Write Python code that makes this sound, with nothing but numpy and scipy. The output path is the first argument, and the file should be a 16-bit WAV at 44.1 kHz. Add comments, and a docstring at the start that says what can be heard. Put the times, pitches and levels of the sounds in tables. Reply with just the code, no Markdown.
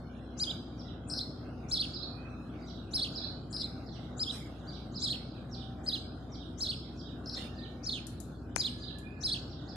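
"""Sparrows in a walled yard

A sparrow chirps again and again close by; others answer from farther off, blurred by echo.
Each chirp is a gliding sine with a rough rasp at its start; the close bird adds overtones and fizz.
Shaped noise makes distant traffic and tree hiss, wandering sines a motor's hum and far whines.
Thin far whistles and brief leaf rustles pass; late on come small noise ticks and a ringing knock."""
import sys
import numpy as np
from scipy import signal
from scipy.fft import rfft, irfft, next_fast_len
from scipy.io import wavfile
from scipy.ndimage import uniform_filter1d

SR = 44100
rng = np.random.default_rng(int(sys.argv[2]) if len(sys.argv) > 2 else 0)


def master(y):
    """Save y as 16-bit WAV."""
    cut = np.clip(np.atleast_2d(y).T, -1, 1)
    pcm = np.round(cut * 32767)  # scale
    wavfile.write(sys.argv[1], SR, pcm.astype(np.int16))


N = 430406
TIME = np.arange(N) / SR
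RASP_LEAD_S = 0.031  # the rasp starts this long before the chirp's whistle


def from_db(db):
    """Decibels to gain."""
    return 10 ** (np.asarray(db) / 20)


def rms_one(x):
    """Scale to unit rms."""
    return x / np.sqrt(np.mean(x ** 2) + 1e-20)


def at_hz(points, hz):
    """Read a curve of (Hz, value) points on a log-frequency axis."""
    point_hz, values = np.transpose(points)
    return np.interp(np.log(hz + 1e-3), np.log(point_hz), values)


def pan(db):
    """Left and right gains for a left-over-right level difference, at constant power."""
    gains = from_db(np.array([[db], [-db]]) / 2)
    return gains / np.sqrt(np.mean(gains ** 2))


def from_left(x, lag_ms):
    """A sound from the left reaches the right microphone a little later."""
    return np.array([x, np.interp(TIME - lag_ms / 1000, TIME, x)])


def drift(rate, size=N):
    """Random wander about zero: straight lines between normal draws, `rate` draws a second."""
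    steps = np.arange(size) * rate / SR
    count = int(steps[-1]) + 2
    return np.interp(steps, np.arange(count), rng.standard_normal(count))


def add(track, s, sound):
    """Mix a sound into a track at a time in seconds."""
    start = round(s * SR)
    part = track[..., start:start + sound.shape[-1]]
    part += sound[..., :part.shape[-1]]


def noise(spectrum):
    """Stereo noise of rms 1, alike in the bass and diffuse in the treble."""
    # Likeness between the ears. Each row: frequency in Hz, coherence from 0 to 1.
    likeness = [(250, 0.97), (500, 0.81), (1000, 0.49), (8000, 0.08)]
    size = next_fast_len(N, True)
    hz = np.fft.rfftfreq(size, 1 / SR)
    mid, side = rfft(rng.standard_normal((2, size)))
    alike = np.clip(at_hz(likeness, hz), 0, 1)
    lowest_hz, highest_hz = spectrum[0][0], spectrum[-1][0]
    gain = from_db(at_hz(spectrum, hz))
    # roll off well outside the drawn spectrum
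    gain = gain / (1 + (hz / (2 * highest_hz)) ** 4) / (1 + (lowest_hz / (2 * hz + 1)) ** 4)
    ears = np.sqrt(1 + alike) * mid + np.sqrt(1 - alike) * side * [[1], [-1]]
    return rms_one(irfft(gain * ears)[:, :N])


def uneven(x, patchy_db):
    """The treble flickers in narrow patches, about a tenth of a second long."""
    hz, _, cells = signal.stft(x, SR, nperseg=1024)
    patches = rng.standard_normal(cells.shape[1:])
    patches = uniform_filter1d(uniform_filter1d(patches, size=7, axis=0), size=10, axis=1)
    depth_db = patchy_db * np.clip(hz[:, None] / 2200, 0, 1) ** 4  # full depth above 2200 Hz
    gain = from_db(depth_db * np.clip(rms_one(patches), -2.5, 1.5))
    gain = gain / np.sqrt(np.mean(gain ** 2, axis=1, keepdims=True))
    return signal.istft(cells * gain, SR, nperseg=1024)[1][:, :N]


def yard(x, wet_db, early_db, early_s, t60=0.7):
    """Quick scatter off nearby walls and leaves, then the yard's longer tail (t60 in s)."""
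    t = TIME[:SR]
    sparse = rng.standard_normal((2, SR)) * (rng.random((2, SR)) < .05)
    scatter = sparse * np.exp(-t / early_s) * (t > .001)
    tail = rng.standard_normal((2, SR)) * from_db(-60 * t / t60) * (1 - np.exp(-t / 0.013))
    # at 0 dB, scatter or tail carries as much energy as the direct sound
    response = (from_db(early_db) * rms_one(scatter) + from_db(wet_db) * rms_one(tail)) / np.sqrt(SR)
    return x + signal.fftconvolve(x * np.ones((2, 1)), response, axes=1)[:, :N]


def background(hum_wander=0.00437, swell_db=2.0, air_db=-69.5):
    """Far traffic, a slightly unsteady motor and the faint hiss of the trees."""
    # Traffic over time. Each row: time in seconds, rumble in dB, tyre noise in dB.
    traffic = [(0.0, -46, -55.5), (1.249, -44, -55.5), (5.98, -45, -56), (6.79, -44.5, -58.5),
               (7.4, -45, -55), (9.16, -44.5, -60.5), (9.76, -44.5, -54)]
    # The motor's hum. 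Each row: mean pitch in Hz, mean level in dB rms.
    hum_tones = [(61, -51), (87.3, -56.5), (101, -59), (122, -54.5), (244, -54)]
    # Noise colours. Each row: frequency in Hz, relative density in dB per Hz.
    rumble_colour = [(25, -22), (45, -21.5), (75, -2), (120, 1), (190, -1), (300, -1), (420, -11),
                     (700, -22)]
    tyre_colour = [(250, -40), (450, 0.5), (740, 4), (950, -11), (1200, -5), (1500, -3.5), (1850, -19.5),
                   (2300, -16.5), (4000, -30.5)]
    swish_colour = [(700, -25), (1350, 6.5), (2000, -13.5)]
    air_colour = [(1500, -30), (2600, -10.5), (4000, -7), (5800, -21), (13500, -31)]

    s, rumble_db, tyres_db = np.transpose(traffic)
    road = from_db(np.interp(TIME, s, rumble_db)) * noise(rumble_colour)
    road += from_db(np.interp(TIME, s, tyres_db) + swell_db * drift(16)) * noise(tyre_colour)
    # one far swell of tyre noise
    swell = np.exp(-np.minimum(((TIME - 2.3) / 0.33) ** 2, 50))
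    road += from_db(-59.0) * swell * noise(swish_colour)
    hum = np.zeros(N)
    for hz, db in hum_tones:
        phase = 2 * np.pi * np.cumsum(hz * (1 + hum_wander * drift(8))) / SR
        hum += from_db(db + .8 * drift(5)) * np.sqrt(2) * np.sin(phase)
    air = from_db(air_db) * noise(air_colour)
    # the swapped ears put the hum on the right
    return uneven(road + air, patchy_db=10.5) + from_left(hum, lag_ms=0.19)[::-1]


def chirp(name, flutter_db, flutter_rate, jitter=0.0067, edge_s=0.00055):
    """One gesture of the syrinx, a rounded glide that may shake into a trill: (phase, envelope)."""
    # The repertoire by kind of chirp. Each row: time in seconds, pitch in Hz before the bird's
    # own pitch ratio, level in dB relative to the call.
    repertoire = { "warble": [(0, 3450, -23.5), (.007, 4200, -3), (.015, 5200, -4.5), (.029, 5350, 1),
                  (.034, 4250, -1), (.049, 3950, -5.5), (.056, 3200, -12.5), (.064, 4700, -0.5),
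                  (.070, 3450, -3), (.077, 3250, -14), (.089, 4100, -0.5), (.105, 4680, -1.5),
                  (.111, 3600, -3.5), (.124, 2550, -16.5), (.133, 3550, -8.5), (.145, 2500, -17)],
                  "chirrup": [(0, 3700, -8.5), (.009, 4800, -0.5), (.036, 5250, 4), (.043, 3750, 0),
                  (.054, 3250, -20), (.066, 2900, -24), (.075, 3450, -5.5), (.092, 3200, -4),
                  (.114, 4080, 0), (.118, 3200, -3), (.130, 2700, -31)], "cheep": [(0, 3860, -10),
                  (.010, 4780, -7.5), (.026, 4796, 6), (.039, 3510, -4), (.047, 4010, -4.5),
                  (.056, 2950, -14), (.068, 3600, 1), (.083, 4150, 2), (.089, 3340, -0.5),
                  (.112, 2600, -14)], "trill": [(0, 5710, 1), (.005, 3880, -12.5), (.016, 5325, -2),
                  (.034, 5190, -4.5), (.038, 4420, 5), (.045, 4930, -10.5), (.092, 4700, 3.5),
                  (.097, 3400, -11), (.117, 4330, 5), (.125, 3980, -13.5), (.137, 4000, -4)],
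                  "slur": [(0, 3650, -14), (.015, 5300, 5.5), (.029, 4200, -5.5), (.039, 4300, 10.5),
                  (.044, 3250, -2), (.062, 4550, 0), (.072, 3850, 4), (.138, 2600, -8.5)],
                  "answer": [(0, 5400, -4), (.008, 5900, -2), (.030, 4700, 3.5), (.042, 3200, -2.5),
                  (.058, 3495, -14), (.100, 3900, 3), (.118, 2800, -3)], "arches": [(0, 3720, -9),
                  (.021, 5380, 4.5), (.040, 4125, 1.5), (.062, 3300, -18), (.086, 3500, -3.5),
                  (.114, 4580, 7.5), (.128, 3330, -20)], "drop": [(0, 3850, -8.5), (.040, 2940, -15),
                  (.085, 2680, -25)], }
    # Stretches of rapid pitch shake by kind of chirp: start in seconds, end in seconds,
    # depth in Hz, rate in Hz; the depth also follows the bird's ratio.
    shakes = {"trill": (0.036, 0.095, 650, 170), "slur": (0.069, 0.14, 310, 100)}
    s, hz, db = np.transpose(repertoire[name])
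    t = TIME[:SR // 5]
    start, end, depth_hz, rate_hz = shakes.get(name, (0, 0, 0, 0))
    pitch = uniform_filter1d(np.interp(t, s, hz), size=150)
    shake_phase = 2 * np.pi * rate_hz * (t - start) + drift(rate_hz, size=len(t)) / 2
    pitch += depth_hz * ((t > start) & (t < end)) * np.sin(shake_phase)
    # no two calls are alike: the pitch trembles a little
    pitch *= 1 + jitter * drift(401, size=len(t))
    level_db = np.interp(t, s, db) + flutter_db * drift(flutter_rate, size=len(t))
    edges = np.clip(np.minimum(t, s[-1] - t) / edge_s, 0, 1)
    return 2 * np.pi * np.cumsum(pitch) / SR, np.sqrt(2) * from_db(level_db) * edges


def opening_rasp(hz, rise_hz=1500, roughness_rate=1700, length_s=.052):
    """Each chirp starts with a rasp: a broad, rough high note that swells and lifts."""
    count = int(length_s * SR)
    phase = 2 * np.pi * np.cumsum(hz + rise_hz * np.linspace(-.5, .5, count)) / SR
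    rough = drift(roughness_rate, size=count) * np.sin(phase)
    rough += drift(roughness_rate, size=count) * np.cos(phase)
    return np.hanning(count) * rough


def near_sparrow(fizz_db=-34, second_db=-24, third_db=-38, wet_db=-12):
    """A clear whistle; its hoarse overtones and fizz come strongly scattered off the walls."""
    # The close bird's calls. Each row: start in seconds, level in dB, opening rasp in dB relative
    # to the call, rasp pitch in Hz, pitch ratio of the whistle, kind of chirp.
    near_calls = [(0.397, -33, -7, 6340, 0.97, "chirrup"), (1.099, -36.5, -12, 8100, 1.002, "trill"),
                  (1.71, -28, -12.5, 6900, 1.004, "warble"), (2.932, -29, -16.5, 6770, 1, "warble"),
                  (3.528, -37.5, -15, 7940, 0.97, "trill"), (4.194, -33.5, -13.5, 7130, 1, "chirrup"),
                  (5.016, -30.5, -13.5, 6800, 0.97, "warble"), (5.862, -33, -17, 7600, 1.04, "cheep"),
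                  (6.602, -31, -16, 6700, 1, "warble"), (7.259, -41.5, -28, 5700, 1.006, "trill"),
                  (7.856, -37.5, -3, 6050, 1.01, "slur"), (8.58, -32, -9.5, 6240, 1.046, "cheep"),
                  (9.231, -29.5, -12.5, 6200, .99, "warble")]
    # Breathy fizz. Each row: frequency in Hz, relative density in dB per Hz.
    fizz_colour = [(4500, 3), (6500, -18), (8500, -47), (10500, -5), (13500, -39)]
    tone, rattle, effort, upper = np.zeros((4, N))
    for s, level_db, rasp_db, rasp_hz, ratio, name in near_calls:
        phase, envelope = chirp(name, flutter_db=0.0, flutter_rate=390)
        phase, envelope = ratio * phase, from_db(level_db) * envelope
        ragged = phase + drift(900, size=len(phase))  # phase jitter makes the overtones hoarse
        rasp = from_db(level_db) * opening_rasp(rasp_hz)
        whistle = envelope * np.sin(phase + .2 * drift(1200, size=len(phase)))
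        add(rattle if name == "trill" else tone, s, whistle)
        overtones = from_db(second_db) * np.sin(2 * ragged) + from_db(third_db) * np.sin(3 * ragged)
        add(upper, s, envelope * overtones)
        add(upper, s - RASP_LEAD_S, from_db(rasp_db) * rasp)
        # the fizz follows both whistle and rasp
        add(effort, s, envelope)
        add(effort, s - RASP_LEAD_S, np.abs(rasp))
    fizz = from_db(fizz_db) * effort * noise(fizz_colour)
    # the swapped ears let the whistle reach the right microphone first
    clear = yard(from_left(tone, lag_ms=.26)[::-1], wet_db=wet_db, early_db=-8.5, early_s=.036)
    # the trills carry stronger close reflections, which thicken their rattle
    clear += yard(rattle, wet_db=wet_db + 1, early_db=-4.5, early_s=.024)
    hoarse = yard((upper + fizz) * pan(db=17), wet_db=-11, early_db=0.0, early_s=0.046, t60=0.3)
    return clear * pan(db=2.5) + uneven(hoarse, patchy_db=8.5)


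def far_sparrows(variety=0.02, rasp_db=-17, rasp_hz=6700):
    """Broken answers from the trees, each at a pitch of its own, half lost in the yard's echo; the close bird's
    trill at 7.26 s also trails off here in a falling glide."""
    # The distant calls, and at 7.365 s the falling end of the close bird's trill from 7.26 s. Each row: start
    # in seconds, level in dB before echo, kind of chirp.
    far_calls = [(0.778, -62.5, "answer"), (1.926, -51.5, "arches"), (2.6, -66, "cheep"),
                 (2.67, -58.5, "answer"), (3.14, -49, "arches"), (3.85, -63.5, "slur"),
                 (3.926, -62.5, "answer"), (4.6, -58.5, "drop"), (4.667, -56, "cheep"),
                 (4.725, -65, "answer"), (4.938, -48, "arches"), (5.281, -67, "cheep"),
                 (5.513, -56.5, "answer"), (6.318, -57, "answer"), (6.744, -57.5, "chirrup"),
                 (6.975, -56, "answer"), (7.365, -41.5, "drop"), (7.555, -58.5, "cheep"),
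                 (8.8, -52, "cheep"), (9.494, -62.5, "answer"), (9.673, -56, "arches")]
    tone = np.zeros(N)
    for s, level_db, name in far_calls:
        phase, envelope = chirp(name, flutter_db=3.5, flutter_rate=120)
        ratio = 1 + variety * rng.uniform(-0.995, 1)
        add(tone, s, from_db(level_db) * envelope * np.sin(phase * ratio))
        add(tone, s - RASP_LEAD_S, from_db(level_db + rasp_db) * opening_rasp(rasp_hz))
    return yard(tone * pan(db=-2.5), wet_db=2.5, early_db=0.5, early_s=0.06, t60=.45)


def soft_note(length, pitch_hz, level_db, waver, waver_rate):
    """A note that swells and fades while its pitch wavers."""
    count = int(length * SR)
    pitch = np.linspace(*pitch_hz, count) * (1 + waver * drift(waver_rate, size=count))
    return from_db(level_db) * np.hanning(count) * np.sin(2 * np.pi * np.cumsum(pitch) / SR)


def whistles():
    """Faint wavering notes far away, mostly echo."""
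    # Each row: start in seconds, length in seconds, middle pitch in Hz, rise over the note in Hz,
    # peak level in dB before echo.
    whistle_notes = [(2.077, 0.29, 2530, 151, -67), (7.453, 0.26, 1787, 0, -67),
                     (8.401, 1.07, 1700, 0.5, -68.5), (9.024, 0.084, 2450, 250, -62)]
    tone = np.zeros(N)
    for s, length, hz, rise_hz, level_db in whistle_notes:
        glide_hz = (hz - rise_hz / 2, hz + rise_hz / 2)
        add(tone, s, soft_note(length, glide_hz, level_db, waver=.02, waver_rate=110))
    return yard(tone, wet_db=5.0, early_db=12.0, early_s=0.13)


def far_whine(lower_ratio=.82, lower_db=-3):
    """Distant vehicles whine on two wandering tones, coming and going, blurred by echoes."""
    # Each row: start in seconds, length in seconds, upper pitch in Hz, its peak level in dB before echo.
    whine_notes = [(3.398, 0.75, 789, -64.5), (4.95, 1.76, 759.4, -64), (7.15, 0.9, 756, -67.5),
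                   (9.249, 0.62, 773, -64.5)]
    tone = np.zeros(N)
    for s, length, hz, level_db in whine_notes:
        for pitch, db in (hz, level_db), (hz * lower_ratio, level_db + lower_db):
            add(tone, s, soft_note(length, (pitch, pitch), db, waver=0.03, waver_rate=6))
    return yard(tone, wet_db=4, early_db=-1.5, early_s=0.057)


def rustle(rise_s=0.015):
    """Brief stirs of leaves: flickering noise that rises fast and fades."""
    # Each row: start in seconds, level in dB before the rise and fade, fading time constant in seconds.
    stirs = [(4.311, -39, 0.072), (7.36, -41, 0.054)]
    # Leaf noise. Each row: frequency in Hz, relative density in dB per Hz.
    leaf_colour = [(1200, -15.5), (3500, -6.5), (6000, -22.5), (8500, -20.5), (13000, -32)]
    envelope, t = np.zeros(N), TIME[:SR]
    for s, level_db, fade_s in stirs:
        add(envelope, s, from_db(level_db) * (1 - np.exp(-t / rise_s)) * np.exp(-t / fade_s))
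    return envelope * from_db(1.06 * drift(140)) * uneven(noise(leaf_colour), patchy_db=15.0)


def ticks(tick_s=0.0036):
    """Dry bursts of bright noise that die within milliseconds."""
    # Each row: start in seconds, level in dB, left-over-right difference in dB.
    tick_hits = [(8.068, -40, 30), (8.202, -42, 20), (8.56, -40, 21), (8.985, -49, 29)]
    # Tick noise. Each row: frequency in Hz, relative density in dB per Hz.
    tick_colour = [(1500, -21), (8000, 2), (11000, 0.5), (14000, -14)]
    envelope = np.zeros((2, N))
    for s, level_db, pan_db in tick_hits:
        burst = from_db(level_db) * np.exp(-TIME[:SR // 10] / tick_s)
        add(envelope, s, burst * pan(pan_db))
    return yard(envelope * noise(tick_colour), wet_db=-6.0, early_db=-3.0, early_s=0.017, t60=0.34)


def knock(split_hz=3500):
    """Hard contacts snap the high modes; the push that follows thuds in the low ones."""
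    # Quick successive contacts. Each row: start in seconds, snap in dB, thud in dB.
    contacts = [(8.5612, -13, -31), (8.5624, -35, -28), (8.5633, -43, -14)]
    # Ringing modes. Each row: frequency in Hz, level in dB relative to the blow, t60 in seconds.
    modes = [(774, -1, 0.004), (1590, -1.5, 0.0064), (2390, 3, 0.0079), (5400, 3.5, 0.0011),
             (6500, -3.5, 0.0032), (7670, -13, 0.008), (9260, -2.5, 0.0032)]
    out, t = np.zeros(N), TIME[:SR // 20]
    for s, snap_db, thud_db in contacts:
        for k, (hz, level_db, t60) in enumerate(modes):
            blow_db = snap_db if hz > split_hz else thud_db
            decay = from_db(blow_db + level_db - 60 * t / t60)
            add(out, s, (-1) ** k * decay * np.sin(2 * np.pi * hz * t))
    return yard(from_left(out, lag_ms=0.23) * pan(db=28), wet_db=-15.5, early_db=-17.5, early_s=0.012)


def scene():
    """Everything heard in the yard."""
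    birds = near_sparrow() + far_sparrows()
    return background() + birds + whistles() + far_whine() + rustle() + ticks() + knock()


def record(dry, cutoff_hz=14300):
    """The two microphones differ in colour; the top is cut."""
    # The microphones' difference. Each row: frequency in Hz, left-over-right level in dB.
    balance = [(100, 0.3), (400, 1.25), (1300, 4), (2300, -13), (3500, -10), (5000, 1), (13000, 1)]
    size = next_fast_len(N + SR // 10, True)
    difference_db = at_hz(balance, np.fft.rfftfreq(size, 1 / SR))
    tilt = from_db(difference_db * np.array([[1], [-1]]) / 2)
    tilt = tilt / np.sqrt(np.mean(tilt ** 2, axis=0))
    coloured = irfft(rfft(dry, size) * tilt, size)[:, :N]
    return signal.sosfilt(signal.ellip(10, .2, 80, cutoff_hz, fs=SR, output="sos"), coloured)


dry = scene()
out = record(dry)
master(out)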